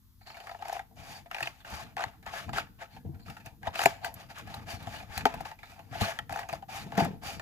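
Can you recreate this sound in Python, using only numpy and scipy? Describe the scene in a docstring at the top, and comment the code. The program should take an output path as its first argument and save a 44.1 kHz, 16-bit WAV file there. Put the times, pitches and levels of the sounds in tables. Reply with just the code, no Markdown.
"""Scissors cut a thin cardboard box on a wooden table, close to a two-port microphone in a quiet room.
Over a steady hum and low drag, the first strokes and snaps come at about 0.2 s: shearing force rings
the hollow box near 700-900 Hz and rasps in the card, with fibres cracking and blade edges ticking.
The hardest snaps fall near 3.86 s and 5.26 s, with low thumps of table and box as decaying tones;
more thumps and the heaviest drag come at about 7 s, then the last stroke. A noise tail is the room."""
import sys
import numpy as np
from scipy import signal
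from scipy.fft import rfft, irfft, next_fast_len
from scipy.io import wavfile

SR = 44100
rng = np.random.default_rng(int(sys.argv[2]) if len(sys.argv) > 2 else 0)


def bounce(signal):
    """Save signal as a 16-bit WAV file at the path given by the first command-line argument."""
    frames = np.transpose(np.atleast_2d(signal))
    limited = np.clip(frames, -1, 1)
    pcm = np.round(limited * 32767).astype(np.int16)
    wavfile.write(sys.argv[1], SR, pcm)


N = 326781

# Blade strokes through the card. Each row: start, turning and stop moment in seconds, force on the box
# at the bite, at the turn and at the stop in dB, rasp over ring in dB, relative treble of the rasp in dB.
BLADE_STROKES = [(0.251, 0.528, 0.57, -57, -56.5, -60.5, -3, -0.5),
                 (0.601, 0.77, 0.84, -52.5, -44.5, -66, -3, -1),
                 (0.956, 1.13, 1.195, -56, -51.5, -57, -4, 8),
                 (1.302, 1.478, 1.512, -55, -51.5, -59, 3, -0.5),
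                 (1.532, 1.6, 1.59, -72, -73, -71, 0.5, 11),
                 (1.644, 1.742, 1.837, -52, -48.5, -53.5, 2.5, 0),
                 (1.852, 1.9, 1.91, -63, -63, -64, -1, -7),
                 (1.965, 2.032, 2.046, -40.5, -42, -43, -1, -9.5),
                 (2.071, 2.077, 2.165, -57, -62, -72, 0, -4),
                 (2.256, 2.388, 2.44, -52.5, -47.5, -52, 2.5, -1), (2.48, 2.49, 2.48, -52, -51, -50, -7, 4),
                 (2.527, 2.592, 2.68, -47.5, -41.5, -73, 5, -3.5),
                 (2.781, 2.829, 2.88, -61, -48, -66.5, 0.5, -4.5),
                 (2.891, 2.96, 3.01, -67, -61.5, -74, -1.5, 5),
                 (3.046, 3.1, 3.24, -52, -66.5, -70, -15, -1),
                 (3.251, 3.298, 3.4, -58.5, -61, -71, 2.5, 4.5),
                 (3.442, 3.461, 3.57, -57, -52, -79, -4.5, 8.5),
                 (3.608, 3.674, 3.704, -66.5, -32.5, -51, -6.5, -8.5),
                 (3.729, 3.814, 3.83, -51.5, -43, -43, 6, 2.5),
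                 (3.851, 3.875, 3.986, -35, -40.5, -63, -0.5, 7),
                 (4.003, 4.06, 4.135, -55.5, -36, -59, -8, 6.5),
                 (4.145, 4.21, 4.27, -62.5, -54.5, -67.5, 3, 0.5),
                 (4.288, 4.31, 4.34, -54, -55.5, -66, 4, 3),
                 (4.345, 4.395, 4.42, -61.5, -55.5, -62, 9, -0.5),
                 (4.452, 4.548, 4.64, -54.5, -50, -61, -1, -1.5),
                 (4.657, 4.708, 4.754, -53.5, -43, -50, -1, 5.5),
                 (4.79, 4.957, 5.005, -52, -49.5, -51.5, -1, 0), (5.015, 5.055, 5.08, -59, -62, -62, 0, -1),
                 (5.088, 5.172, 5.232, -60, -46, -58.5, 4.5, 2),
                 (5.255, 5.285, 5.43, -19.5, -46, -52, -2, 1.5),
                 (5.449, 5.467, 5.54, -43.5, -49.5, -64, 2, 5),
                 (5.577, 5.722, 5.75, -72.5, -65, -66.5, 0, 7.5),
                 (5.777, 5.813, 5.94, -67, -68.5, -66.5, -1.5, -0.5),
                 (5.905, 5.943, 6.1, -60, -49.5, -47, 2.5, -1.5),
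                 (6.001, 6.008, 6.225, -39, -36, -61.5, 0, 2.5),
                 (6.293, 6.401, 6.47, -42.5, -45, -58, -4, 0),
                 (6.484, 6.55, 6.59, -50.5, -46.5, -61, -3, 2.5), (6.6, 6.63, 6.6, -59, -56.5, -62, -8, -1),
                 (6.683, 6.771, 6.836, -48.5, -44.5, -53, -0.5, 6),
                 (6.853, 6.88, 6.95, -60, -58.5, -59, -0.5, -4),
                 (6.917, 6.93, 7.02, -46, -51.5, -50, -2.5, -5),
                 (6.97, 6.999, 7.16, -26.5, -28, -61, -6, 1), (7.214, 7.272, 7.36, -52.5, -43, -52, 0, 7)]
BITE_S, BITE_FROM_DB = 0.015, -10.5   # bite time, and how far below the bite level it sets in
FADE_DB_S = 390.5   # how fast a stroke dies once the blades stop, dB per second
TREBLE_RISE_S, TREBLE_PER_DB = 0.066, 0.46   # the treble sets in late and swings wider than the level
STROKE_TOP_HZ = 11100   # strokes dull above this


def strokes():
    """Dense fibre breaks as the blades bite and shear; the grip slips and catches, so they come in clumps."""
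    catches = drift(43)
    grit = rms_one(amp(0.97 * drift(390)) * rng.standard_normal((2, N)))
    dull, treble = split(grit)
    treble = signal.lfilter(*signal.butter(1, STROKE_TOP_HZ, fs=SR), treble)
    # the blades sing along
    treble += amp(-10.5) * resonate(treble, STEEL_MODES, wander_db=4.0) / unit_gain(STEEL_MODES)
    ring, rasp, bright = np.zeros((3, N))
    shear = np.zeros(N)
    for start, turn, stop, bite_db, turn_db, stop_db, rasp_db, treble_db in BLADE_STROKES:
        span = slice(round(start * SR), min(N, round(stop * SR) + SR // 5))
        s = np.arange(span.start, span.stop) / SR
        level_db = np.interp(s, [start, turn, stop], [bite_db, turn_db, stop_db])
        level_db += BITE_FROM_DB * np.clip(1 - (s - start) / BITE_S, 0, 1)
        rough = np.clip(0.8 - 0.068 * treble_db, .15, 1.5)   # a bright slide runs smoother
        fade_db = FADE_DB_S * np.maximum(s - stop, 0)
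        force = amp(level_db + 1.6 * rough * catches[span] - fade_db)
        rasp_force = force * amp(rasp_db)
        ring[span] += force
        rasp[span] += rasp_force
        shear[span] += rasp_force * rough
        swing_db = TREBLE_PER_DB * (level_db - max(turn_db, bite_db))
        late_db = 9.9 * np.exp(-(s - start) / TREBLE_RISE_S)
        bright[span] += force * amp(rasp_db + treble_db + 2.0 + swing_db - late_db)
    rasp_sound = rasp * dull + bright * amp(0.87 * drift(29)) * treble
    return ring * grit, rasp_sound, fibres(shear)


FIBRES_PER_S, FIBRE_DB, FIBRE_CYCLES = 900, -4.5, 26   # mean rate, gain, and pitch over resonance width


def fibres(force):
    """Single fibres break at random under the blades, of uneven size, each ringing briefly at its own pitch."""
    sizes = amp(3.8 * np.minimum(rng.exponential(1, N), 4)) * rng.choice([-1, 1], N)
    born = rng.random(N) < FIBRES_PER_S / SR
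    dealt = rng.integers(0, 16, N)   # which of the 16 pitches a fibre gets
    pitches = np.geomspace(1100, 5000, num=16)
    rings = []
    for k, hz in enumerate(pitches):
        mode = (hz, hz / FIBRE_CYCLES, -8.5 * np.log2(hz / 1000))
        rings.append(resonate(sizes * born * (dealt == k) + 1e-18, [mode]))
    shared = sum(rings)
    own = .5 * (sum(rings[::2]) - sum(rings[1::2]))
    return amp(FIBRE_DB) * force * rms_one(np.array([shared, own]))


# Tearing snaps of the card. Each row: moment in seconds, relative level in dB, rasp over ring in dB,
# pitch of the crack in Hz, box pitch it favours in Hz.
TEARING_SNAPS = [(0.212, -52.0, -1, 2270, 805), (0.272, -40.5, 3.5, 4470, 815),
                 (0.302, -40.5, 2.0, 2280, 860), (0.345, -41.5, 0, 2300, 830), (0.37, -41.0, 4, 1900, 690),
                 (0.403, -32.5, -1.5, 1510, 720), (0.44, -44, -1, 1600, 670), (0.472, -33, 1, 1100, 760),
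                 (0.495, -31, -2, 1640, 715), (0.514, -27.5, -7, 1660, 680), (0.548, -28, -10.0, 1840, 760),
                 (0.59, -38.5, -4, 1660, 690), (0.624, -26, -2, 1310, 790), (0.654, -33, -2, 1860, 790),
                 (0.684, -26.5, -5, 2540, 720), (0.697, -26.0, -4, 1280, 770),
                 (0.727, -18.5, -4, 1810, 760), (0.753, -25.5, -3, 2400, 740),
                 (0.767, -21.0, -7.5, 1890, 750), (0.795, -28, -1.5, 2200, 790),
                 (0.91, -52, -16, 1100, 680), (1.26, -41.5, -4, 1650, 680), (1.314, -30, 4.5, 1900, 680),
                 (1.347, -26, 3, 2460, 840), (1.366, -31, 2.0, 2400, 830), (1.385, -28.5, 1, 2640, 760),
                 (1.407, -22.5, 1, 1950, 724), (1.428, -33.5, 13, 2540, 860), (1.458, -30, 1, 3700, 850),
                 (1.473, -26, 6, 2120, 690), (1.605, -53, 6, 3380, 690), (1.649, -41.5, 1.0, 1460, 860),
                 (1.723, -31, -5, 1900, 880), (1.969, -20, -10, 1610, 800), (1.981, -23.5, -3.0, 1650, 800),
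                 (1.995, -20.5, -3, 1840, 776), (2.008, -25, 0.5, 1750, 700), (2.023, -26.5, -3, 1950, 800),
                 (2.04, -18.5, 2, 2000, 856), (2.228, -51.5, 7, 1500, 770), (2.264, -29.5, 0.5, 1420, 880),
                 (2.336, -24, -7, 1421, 810), (2.482, -33, -14, 1100, 760), (2.493, -32.5, 0, 1410, 730),
                 (2.533, -27.5, 7, 1620, 860), (2.56, -31, 3.5, 1600, 820), (2.572, -29, 3, 1600, 820),
                 (2.585, -21.5, 5.5, 1330, 750), (2.605, -33, 2.0, 2400, 770),
                 (2.818, -34.5, -4, 1560, 710), (2.966, -35.5, -6, 1640, 880),
                 (3.145, -59.0, 5.0, 1500, 890), (3.195, -60, 7, 1400, 780), (3.262, -46.5, 7, 1300, 760),
                 (3.283, -38.5, 2, 1332, 820), (3.3, -40.5, 9, 1400, 780), (3.368, -43.5, 5.5, 1400, 850),
                 (3.402, -53.0, 5.5, 2500, 830), (3.462, -37.5, 4, 1690, 770),
                 (3.632, -32.5, -3, 1630, 770), (3.672, -15, -9.0, 1980, 713), (3.757, -26, 4.5, 2550, 730),
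                 (3.793, -17.0, 5, 1760, 755), (3.806, -25, 7, 1900, 810), (3.817, -17.5, 6, 1970, 810),
                 (3.837, -18, 4.5, 2100, 870), (3.859, -1, 0, 2366, 706), (4.047, -26.5, 8, 1800, 880),
                 (4.302, -41.5, 2.0, 1440, 730), (4.474, -37, -1, 1630, 690), (4.542, -28, -1.5, 4006, 740),
                 (4.687, -33.5, -1, 2750, 686), (4.872, -29.5, -5, 1310, 730), (4.94, -33, -2, 2000, 749),
                 (5.003, -35.5, 1, 2480, 789.8), (5.178, -22.0, 2.5, 2500, 810),
                 (5.209, -33.5, 2, 2510, 899.4), (5.2555, -3.0, -4.0, 1550, 818),
                 (5.263, -24, -12, 3300, 730), (5.341, -21, -6.5, 2580, 680), (5.407, -22.5, -8, 2410, 800),
                 (5.455, -25, -2, 1770, 830), (5.515, -34.5, 1.5, 1890, 860),
                 (5.59, -49.5, 4.0, 2400, 910.2), (5.632, -40.0, 2, 2400, 870),
                 (5.656, -52.0, 3, 3900, 780), (5.673, -51, -1, 2399, 900), (5.698, -49, 4.0, 2500, 850),
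                 (5.718, -51.5, 2, 2500, 790), (5.76, -49.0, -2, 1100, 820), (5.779, -47, -7, 1100, 738),
                 (5.793, -38.0, 0.5, 1100, 770), (5.928, -32, -9.0, 1980, 770),
                 (5.953, -30.0, -7, 2520, 650), (6.01, -13.0, -4, 1100, 745), (6.19, -28, 5.5, 1315, 810),
                 (6.296, -23.5, -4, 1312, 765), (6.325, -22, -2.5, 2020, 695), (6.34, -27, -5, 1900, 680),
                 (6.36, -19.5, -5.5, 1360, 780), (6.375, -26.0, -3.0, 1300, 750),
                 (6.392, -20.5, -2.5, 1330, 760), (6.432, -34, -3.0, 2700, 780),
                 (6.49, -24.5, 1, 1220, 720), (6.497, -26, -1.5, 2520, 746), (6.529, -21.5, -2, 2500, 711),
                 (6.535, -19, -2.5, 1335, 710), (6.625, -32, -8.0, 1220, 720),
                 (6.687, -38, -13.0, 1220, 770), (6.922, -24.5, -3, 1100, 860),
                 (6.953, -34, 0.0, 1310, 679), (6.98, -10.5, -3, 1250, 710), (7.006, -8, -10.5, 1290, 744),
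                 (7.052, -19.5, 1, 1250, 770), (7.234, -37.0, -5.0, 1180, 820),
                 (7.397, -29.5, 4.5, 1800, 840)]
SNAP_LEAD_S = 0.001887   # the force builds this long before the snap is heard
# decay time of a -29.5 dB snap and treble gain of a -26 dB one; harder snaps are shorter and duller
SNAP_T60_S, SHORTER_S_PER_DB, SNAP_TREBLE_DB, DULLER_DB_PER_DB = 0.048, 0.0044, -7.5, 0.1838
CRACK_MODES_DB, CRACK_SPREAD_DB = 0.5, 5.0   # each crack drives the blade modes with strengths of its own
CRACK_PITCH_SPREAD = 0.06   # random spread of each mode's pitch from snap to snap, as a share
# a box mode is driven less the further it lies from the one a snap favours
LEAN_DB_PER_OCTAVE, LEAN_MOST_DB = 25.5, 7


def snaps():
    """Each snap is a jolt and a brief noisy force that rings the box and cracks at a pitch of its own."""
    rasp, rings = np.zeros((2, 2, N))
    white = rng.standard_normal((2, N))
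    clumps = amp(1.6 * drift(300))   # a tear goes in jerks
    dull, treble = split(white)
    shape = (len(TEARING_SNAPS), len(BLADE_MODES))
    strengths_db = CRACK_MODES_DB + CRACK_SPREAD_DB * rng.standard_normal(shape)
    pitch_factors = 1 + CRACK_PITCH_SPREAD * rng.standard_normal(shape)
    box_gain = unit_gain(BOX_MODES)
    for (s, db, rasp_db, hz, ring_hz), more_db, factors in zip(TEARING_SNAPS, strengths_db, pitch_factors):
        t60 = max(SNAP_T60_S - SHORTER_S_PER_DB * (db + 29.5), .008)
        treble_db = SNAP_TREBLE_DB - DULLER_DB_PER_DB * (db + 26.0)
        at = round((s - SNAP_LEAD_S) * SR)
        t = np.arange(min(SR // 8, N - at)) / SR
        span = slice(at, at + len(t))
        burst = amp(db - 5.0 - 60 * t / t60) * np.minimum(t / 0.002, 1) * clumps[span]
        force = amp(-3.5) * burst * white[:, span]
        jolt = amp(db + 12.0) * np.array([1, .45])
        force[:, round(SNAP_LEAD_S * SR / 2)] += jolt
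        box = []
        for f, width, level_db in BOX_MODES:
            lean_db = min(LEAN_DB_PER_OCTAVE * abs(np.log2(f / ring_hz)), LEAN_MOST_DB)
            box.append((f, width, level_db - lean_db))
        rings[:, span] += amp(3.5) * resonate(force, box) / box_gain
        tear = amp(rasp_db - 1.5 - 7.8 * t / t60)   # the rasp of a tear is over sooner
        tear_noise = dull[:, span] + amp(treble_db) * treble[:, span]
        rasp[:, span] += amp(-4.0) * tear * burst * tear_noise
        crack = [(hz, 0.059 * hz, 15.5)]
        for (f, width, level_db), more, factor in zip(BLADE_MODES, more_db, factors):
            crack.append((f * factor, 1.21 * width, level_db + more - 1.5 * abs(np.log2(f / hz))))
        rings[:, span] += resonate(tear * force, crack)
    return rasp, rings


# Air and panel resonances of the hollow box. Each row: pitch in Hz, width in Hz, relative level in dB.
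BOX_MODES = [(427, 39, -13), (515, 53, -7.5), (680.1, 36.8, 5), (785, 56.6, 4), (885, 45, 2),
             (1003, 70, -4.5)]
# Stiffer card and blade resonances in the rasp. Each row: pitch in Hz, width in Hz, relative level in dB.
BLADE_MODES = [(1284, 120, 10.5), (1404, 130, 9), (1669, 197, 13), (1840, 18, 11), (1900, 71, 3.5),
               (2455, 127, 6.5), (2916, 130, 6), (3700, 150, -1), (4320, 97, 1.5), (4670, 80, 0),
               (5500, 120, -4), (7120, 180, -3.5)]
# Spectrum of the broad rasp. Each row: frequency in Hz, relative level in dB.
RASP_SPECTRUM = [(180, -34.5), (300, -12.5), (366, -10), (424, -11), (535, -10.5), (674, -12.5), (781, -5),
                 (1070, -8), (2520, -7), (3070, -10.5), (7020, -16.5), (8280, -23.5), (9760, -20.5),
                 (15500, -20.5)]


def card(ring_force, rasp_force, blade_db):
    """The shearing force rings the hollow box and sounds as a broad rasp."""
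    ring = resonate(ring_force, BOX_MODES, wander_db=1.8) / unit_gain(BOX_MODES)
    # the pair is swapped, so resonances and broad rasp have unrelated grain
    modes = resonate(rasp_force[::-1], BLADE_MODES, wander_db=3.5) / unit_gain(BLADE_MODES)
    return ring + colour(rasp_force, RASP_SPECTRUM) + amp(blade_db) * modes


# Bright ticks of the blade edges. Each row: start in seconds, relative level in dB, pitch in Hz.
EDGE_TICKS = [(0.6818, -38.5, 5300), (0.7275, -32.5, 5340), (0.9582, -57, 6680), (1.3126, -44, 5370),
              (1.4072, -38, 3700), (1.427, -33, 3720), (1.471, -42, 3620), (1.701, -40, 5580),
              (1.754, -38, 4710), (2.0392, -38, 3840), (3.4595, -38, 6040), (3.7579, -44, 3920),
              (3.7918, -31, 4570), (3.8154, -28, 4540), (3.837, -23, 6300), (3.8567, -15, 7130),
              (4.048, -28, 4587), (4.1408, -34, 12300), (4.3843, -38, 6530), (4.5441, -35, 3830),
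              (4.8269, -41, 3610), (4.9656, -42, 4510), (5.177, -22, 4240), (5.254, -27, 3954),
              (5.3416, -35, 4250), (5.4086, -37, 4550), (6.0092, -28, 3860), (6.2956, -42, 5060),
              (6.325, -34, 4470), (6.3608, -40, 5960), (6.3934, -33.5, 5300), (6.488, -37, 6172),
              (6.5271, -35, 3910), (6.975, -30, 6100), (7.0466, -29.5, 4790), (7.235, -38, 3960)]
TICK_T60_S = 0.033   # decay time of the noise burst


def ticks():
    """Each tick is a very short bright burst with a ring at its own pitch."""
    out = np.zeros((2, N))
    t = np.arange(SR // 20) / SR
    for s, db, hz in EDGE_TICKS:
        envelope = amp(db - 6.0 - 60 * t / TICK_T60_S) * np.minimum(t / 0.00054, 1)
        burst = envelope * rng.standard_normal((2, len(t)))
        burst = signal.lfilter(*signal.butter(2, 3500, "high", fs=SR), burst) * [[1], [.6]]
        at = round(s * SR)
        out[:, at:at + len(t)] += amp(-1.0) * burst + resonate(burst, [(hz, 0.06 * hz, 10.5)])
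    return out


# Steel sliding on steel as the blades open wide. Each row: time in seconds, level in dB.
STEEL_SLIDE = [(0.18, -98), (0.22, -69.5), (0.256, -68), (0.268, -57), (0.528, -76), (0.608, -88),
               (0.62, -57), (0.64, -110), (3.18, -110), (3.2, -72), (3.25, -68), (3.31, -76)]
# Resonances of the steel. Each row: pitch in Hz, width in Hz, relative level in dB.
STEEL_MODES = [(2270, 176, -6.5), (4240, 250, 4), (4682, 250, 1), (7240, 180, -8.5)]


def steel():
    """Gritty friction of steel on steel, heard through the blade resonances."""
    friction = amp(in_time(STEEL_SLIDE)[0] + 4.2 * drift(80)) * sounding(STEEL_SLIDE)
    grit = friction * rng.standard_normal((2, N))
    return resonate(grit + 1e-18, STEEL_MODES) / unit_gain(STEEL_MODES)


# Box dragging on the table top. Each row: time in seconds, level in dB.
BOX_DRAG = [(0.0, -79), (0.47, -74.5), (1.11, -56), (1.44, -74), (1.71, -53), (2.15, -63), (2.45, -58),
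            (2.5, -45), (2.72, -63.5), (3.12, -49.5), (3.4, -59.5), (3.78, -51.5), (4.27, -57.5),
            (4.56, -50), (5.1, -55.5), (5.34, -43.5), (5.55, -65.5), (5.96, -51.5), (6.72, -57),
            (7.03, -34), (7.17, -47), (7.41, -54)]
# Spectrum of the drag through the wood. Each row: frequency in Hz, relative level in dB.
DRAG_SPECTRUM = [(12, -32), (20, -20.5), (52, 0.5), (81, 2.5), (118, 3.5), (206, -1), (329, -8.5),
                 (422, -34), (450, -5.5), (580, -38.5), (990, -120)]
# Low thumps of table and box, some under the hardest snaps. Each row: start in seconds, level in dB,
# pitch in Hz, 60 dB decay time in seconds.
LOW_THUMPS = [(1.418, -42, 129, 0.26), (1.721, -37.5, 71, 0.18), (2.063, -33.5, 105, 0.068),
              (2.273, -40, 72.7, 0.074), (2.478, -31, 103, 0.12), (2.49, -31.5, 150, 0.07),
              (2.945, -47, 104.6, 0.2), (3.048, -34, 200, 0.1), (3.07, -33, 130, 0.09),
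              (3.055, -32, 90.4, 0.21), (3.09, -31.5, 142.4, 0.17), (3.135, -37, 100, 0.15),
              (3.158, -35, 95, 0.09), (3.265, -44, 91.5, 0.11), (3.466, -40, 123.2, 0.093),
              (3.676, -27, 91.5, 0.066), (3.856, -24, 149, 0.066), (3.857, -25.5, 272, 0.062),
              (3.858, -18.5, 397, 0.059), (4.564, -34.5, 94.24, 0.074), (4.735, -31.5, 95, 0.12),
              (4.867, -34, 107.6, 0.17), (5.097, -35, 77.4, 0.084), (5.17, -31.5, 80.5, 0.16),
              (5.255, -22.5, 259, 0.072), (5.256, -19.5, 413, 0.052), (5.911, -36.5, 115, 0.14),
              (6.014, -18.5, 100.9, 0.1), (6.016, -23, 202, 0.1), (6.313, -37, 120, 0.1),
              (6.525, -33, 136, 0.07), (6.75, -40, 100.2, 0.092), (6.839, -37.5, 131, 0.081),
              (6.862, -32, 171.1, 0.07), (6.977, -18, 195, 0.15), (6.99, -25, 290, 0.11),
              (7.02, -17, 167, 0.08), (7.044, -30, 166, 0.098), (7.06, -28.5, 260, 0.086),
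              (7.08, -27.5, 199, 0.067), (7.105, -28.5, 175, 0.069), (7.13, -35.5, 190, 0.07)]


def table():
    """Lumpy low drag of the box, and low thumps of table and box as decaying tones."""
    drag_db = in_time(BOX_DRAG)[0]
    rumble = colour(rng.standard_normal((2, N)), DRAG_SPECTRUM)
    deep = signal.lfilter(*signal.butter(1, 120, fs=SR), rumble)
    # pressed harder, the box loses its deepest rumble
    lost = np.clip((drag_db + 50.5) / 15, 0, .9)
    out = amp(drag_db + 3.6 * drift(9.0)) * (rumble - deep * lost)
    for s, db, hz, t60 in LOW_THUMPS:
        at = round(s * SR)
        t = np.arange(min(SR // 2, N - at)) / SR
        body = amp(db - 60 * t / t60) * np.minimum(t / 0.0034, 1)
        # sine and cosine for the shared and the unshared sound
        wave = np.array([np.sin(2 * np.pi * hz * t), np.cos(2 * np.pi * hz * t)])
        # a second, higher mode rings along
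        upper = amp(-6 - 42.0 * t / t60) * np.sin(2 * np.pi * 2.3 * hz * t)
        out[:, at:at + len(t)] += body * (wave + upper)
    return out


ROOM_T60_S, ROOM_DB, WALL_CUT_HZ = 0.49, -26.5, 12000   # decay time, tail gain, dulling of the tail


def room(x):
    """The room answers with a dull, decaying noise tail, another one in each channel."""
    t = np.arange(SR // 2) / SR
    tail = rng.standard_normal((2, len(t))) * amp(-60 * t / ROOM_T60_S) * (t > .004)
    tail = signal.lfilter(*signal.butter(1, WALL_CUT_HZ, fs=SR), tail)
    tail = tail / np.sqrt(np.sum(tail[0] ** 2))
    return amp(ROOM_DB) * signal.oaconvolve(x[None], tail, axes=1)[:, :N]


# Spectrum of the quiet room. Each row: frequency in Hz, relative level in dB.
AIR_SPECTRUM = [(12, -64.5), (20, 9.5), (104, 6.5), (248, -14), (388, -46.5), (873, -22), (1120, -19.5),
                (2460, -30.5), (3530, -23.5), (6910, -27), (8410, -31.5), (12800, -20), (16000, -23)]
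AIR_DB = -60.5
# Steady hum of the room. Each row: frequency in Hz, level in dB.
ROOM_HUM = [(97, -66.5), (201, -73.5), (250, -75), (338, -85.5)]


def air():
    """Quiet room noise with a hum of steady sines."""
    t = np.arange(N) / SR
    hum = sum(np.sqrt(2) * amp(db) * np.sin(2 * np.pi * (hz * t + rng.random())) for hz, db in ROOM_HUM)
    return amp(AIR_DB) * colour(rng.standard_normal((2, N)), AIR_SPECTRUM) + hum * [[1], [0]]


# The two ports of the microphone. Each row: frequency in Hz, left lag in samples, left over right in dB,
# likeness of the two from 0 to 1.
MIC_PORTS = [(60, 2.5, 7, .45), (200, 3.5, 2, .7), (350, 3.5, -.5, .45), (700, 6.5, 3.3, .84),
             (1300, 8.5, 1.5, .55), (2500, 4.5, -1.5, .5), (4500, 3.5, 1.3, .35), (7000, .1, .8, .5),
             (14000, .1, .1, .5)]


def ports(pair):
    """A shared and an unshared sound become left and right, with lag, balance and likeness by frequency."""
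    size = next_fast_len(N + 64)
    hz = np.maximum(np.fft.rfftfreq(size, 1 / SR), 1)
    shared, own = rfft(pair, size)
    alike = np.clip(at_hz(MIC_PORTS, hz, axis=3), 0, 1)
    shared = shared * np.sqrt((1 + alike) / 2)
    own = own * np.sqrt((1 - alike) / 2)
    # each port takes half of the lag and balance
    half_lag = np.exp(-1j * np.pi * hz * at_hz(MIC_PORTS, hz) / SR)
    half = amp(at_hz(MIC_PORTS, hz, axis=2) / 2) * half_lag
    return irfft(np.array([(shared + own) * half, (shared - own) / half]), size)[:, :N]


def amp(db):
    """Gain of a level in dB."""
    return 10 ** (np.asarray(db) / 20)


def rms_one(x):
    """Scaled to rms 1."""
    return x / np.sqrt(np.mean(x ** 2) + 1e-20)


def in_time(rows):
    """Each column of a curve, sample by sample."""
    s, *columns = np.transpose(rows)
    return [np.interp(np.arange(N) / SR, s, c) for c in columns]


def sounding(rows):
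    """0 before the first row of a curve, 1 up to the last, then a quick fade."""
    s = np.arange(N) / SR
    return (s >= rows[0][0]) * amp(-FADE_DB_S * np.clip(s - rows[-1][0], 0, 1))


def at_hz(points, hz, axis=1):
    """A table column read on a log-frequency axis."""
    points = np.array(points)
    return np.interp(np.log(hz), np.log(points[:, 0]), points[:, axis])


def drift(rate_hz):
    """Slow random wander of rms 1, drawn at every 20th sample."""
    r = np.exp(-2 * np.pi * rate_hz * 20 / SR)
    slow = signal.lfilter([1], [1, -2 * r, r * r], rng.standard_normal(N // 20 + 2002))
    slow = slow[2000:]   # past the filter's start
    return np.interp(np.arange(N) / 20, np.arange(len(slow)), rms_one(slow))


TREBLE_HZ = 3160   # above this, one cut is brighter than another


def split(x):
    """All below the treble of a rasp, and the treble."""
    treble = signal.lfilter(*signal.butter(1, TREBLE_HZ, "high", fs=SR), x)
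    return x - treble, treble


def resonate(x, modes, wander_db=0):
    """Parallel resonances of alternating sign; each may be driven harder or softer as the cut moves on."""
    out = 0
    for k, (hz, width_hz, db) in enumerate(modes):
        r = np.exp(-np.pi * width_hz / SR)
        b = amp(db) * (-1) ** k * (1 - r * r) / 2 * np.array([1, 0, -1])
        drive = amp(wander_db * drift(9.4)) if wander_db else 1
        out = out + signal.lfilter(b, [1, -2 * r * np.cos(2 * np.pi * hz / SR), r * r], x * drive)
    return out


def unit_gain(modes):
    """Rms that the resonances give to unit white noise."""
    return np.sqrt(np.sum(resonate(np.eye(1, SR // 2)[0], modes) ** 2))


def colour(x, spectrum):
    """Minimum-phase filter with the shape of a spectrum: nothing sounds early; power gain 1."""
    size = 4096
    hz = np.maximum(np.fft.rfftfreq(size, 1 / SR), 1)
    cepstrum = irfft(np.log(amp(at_hz(spectrum, hz))))
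    # folding the cepstrum onto positive times gives minimum phase
    cepstrum[1:size // 2] *= 2
    cepstrum[size // 2 + 1:] = 0
    pulse = irfft(np.exp(rfft(cepstrum)))[None]
    return signal.oaconvolve(x, pulse / np.sqrt(np.sum(pulse ** 2)), axes=1)[:, :N]


def scene():
    """Cutting, table and quiet air at the two ports, and the room tail of the cutting."""
    ring, rasp, crackle = strokes()
    snap_rasp, snap_rings = snaps()
    cutting = card(ring + 1e-18, rasp + snap_rasp + 1e-18, blade_db=-5.0)
    cutting = cutting + snap_rings + crackle + ticks() + steel()
    return ports(cutting + table() + air()) + room(cutting[0])


RUMBLE_CUT_HZ, CUTOFF_HZ = 28, 15950


def record(dry):
    """The microphone channel cuts the deepest bass and the top."""
    dry = signal.sosfilt(signal.butter(3, RUMBLE_CUT_HZ, "high", fs=SR, output="sos"), dry)
    return signal.sosfilt(signal.cheby2(20, 70, CUTOFF_HZ, fs=SR, output="sos"), dry)


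dry = scene()
out = record(dry)
bounce(out)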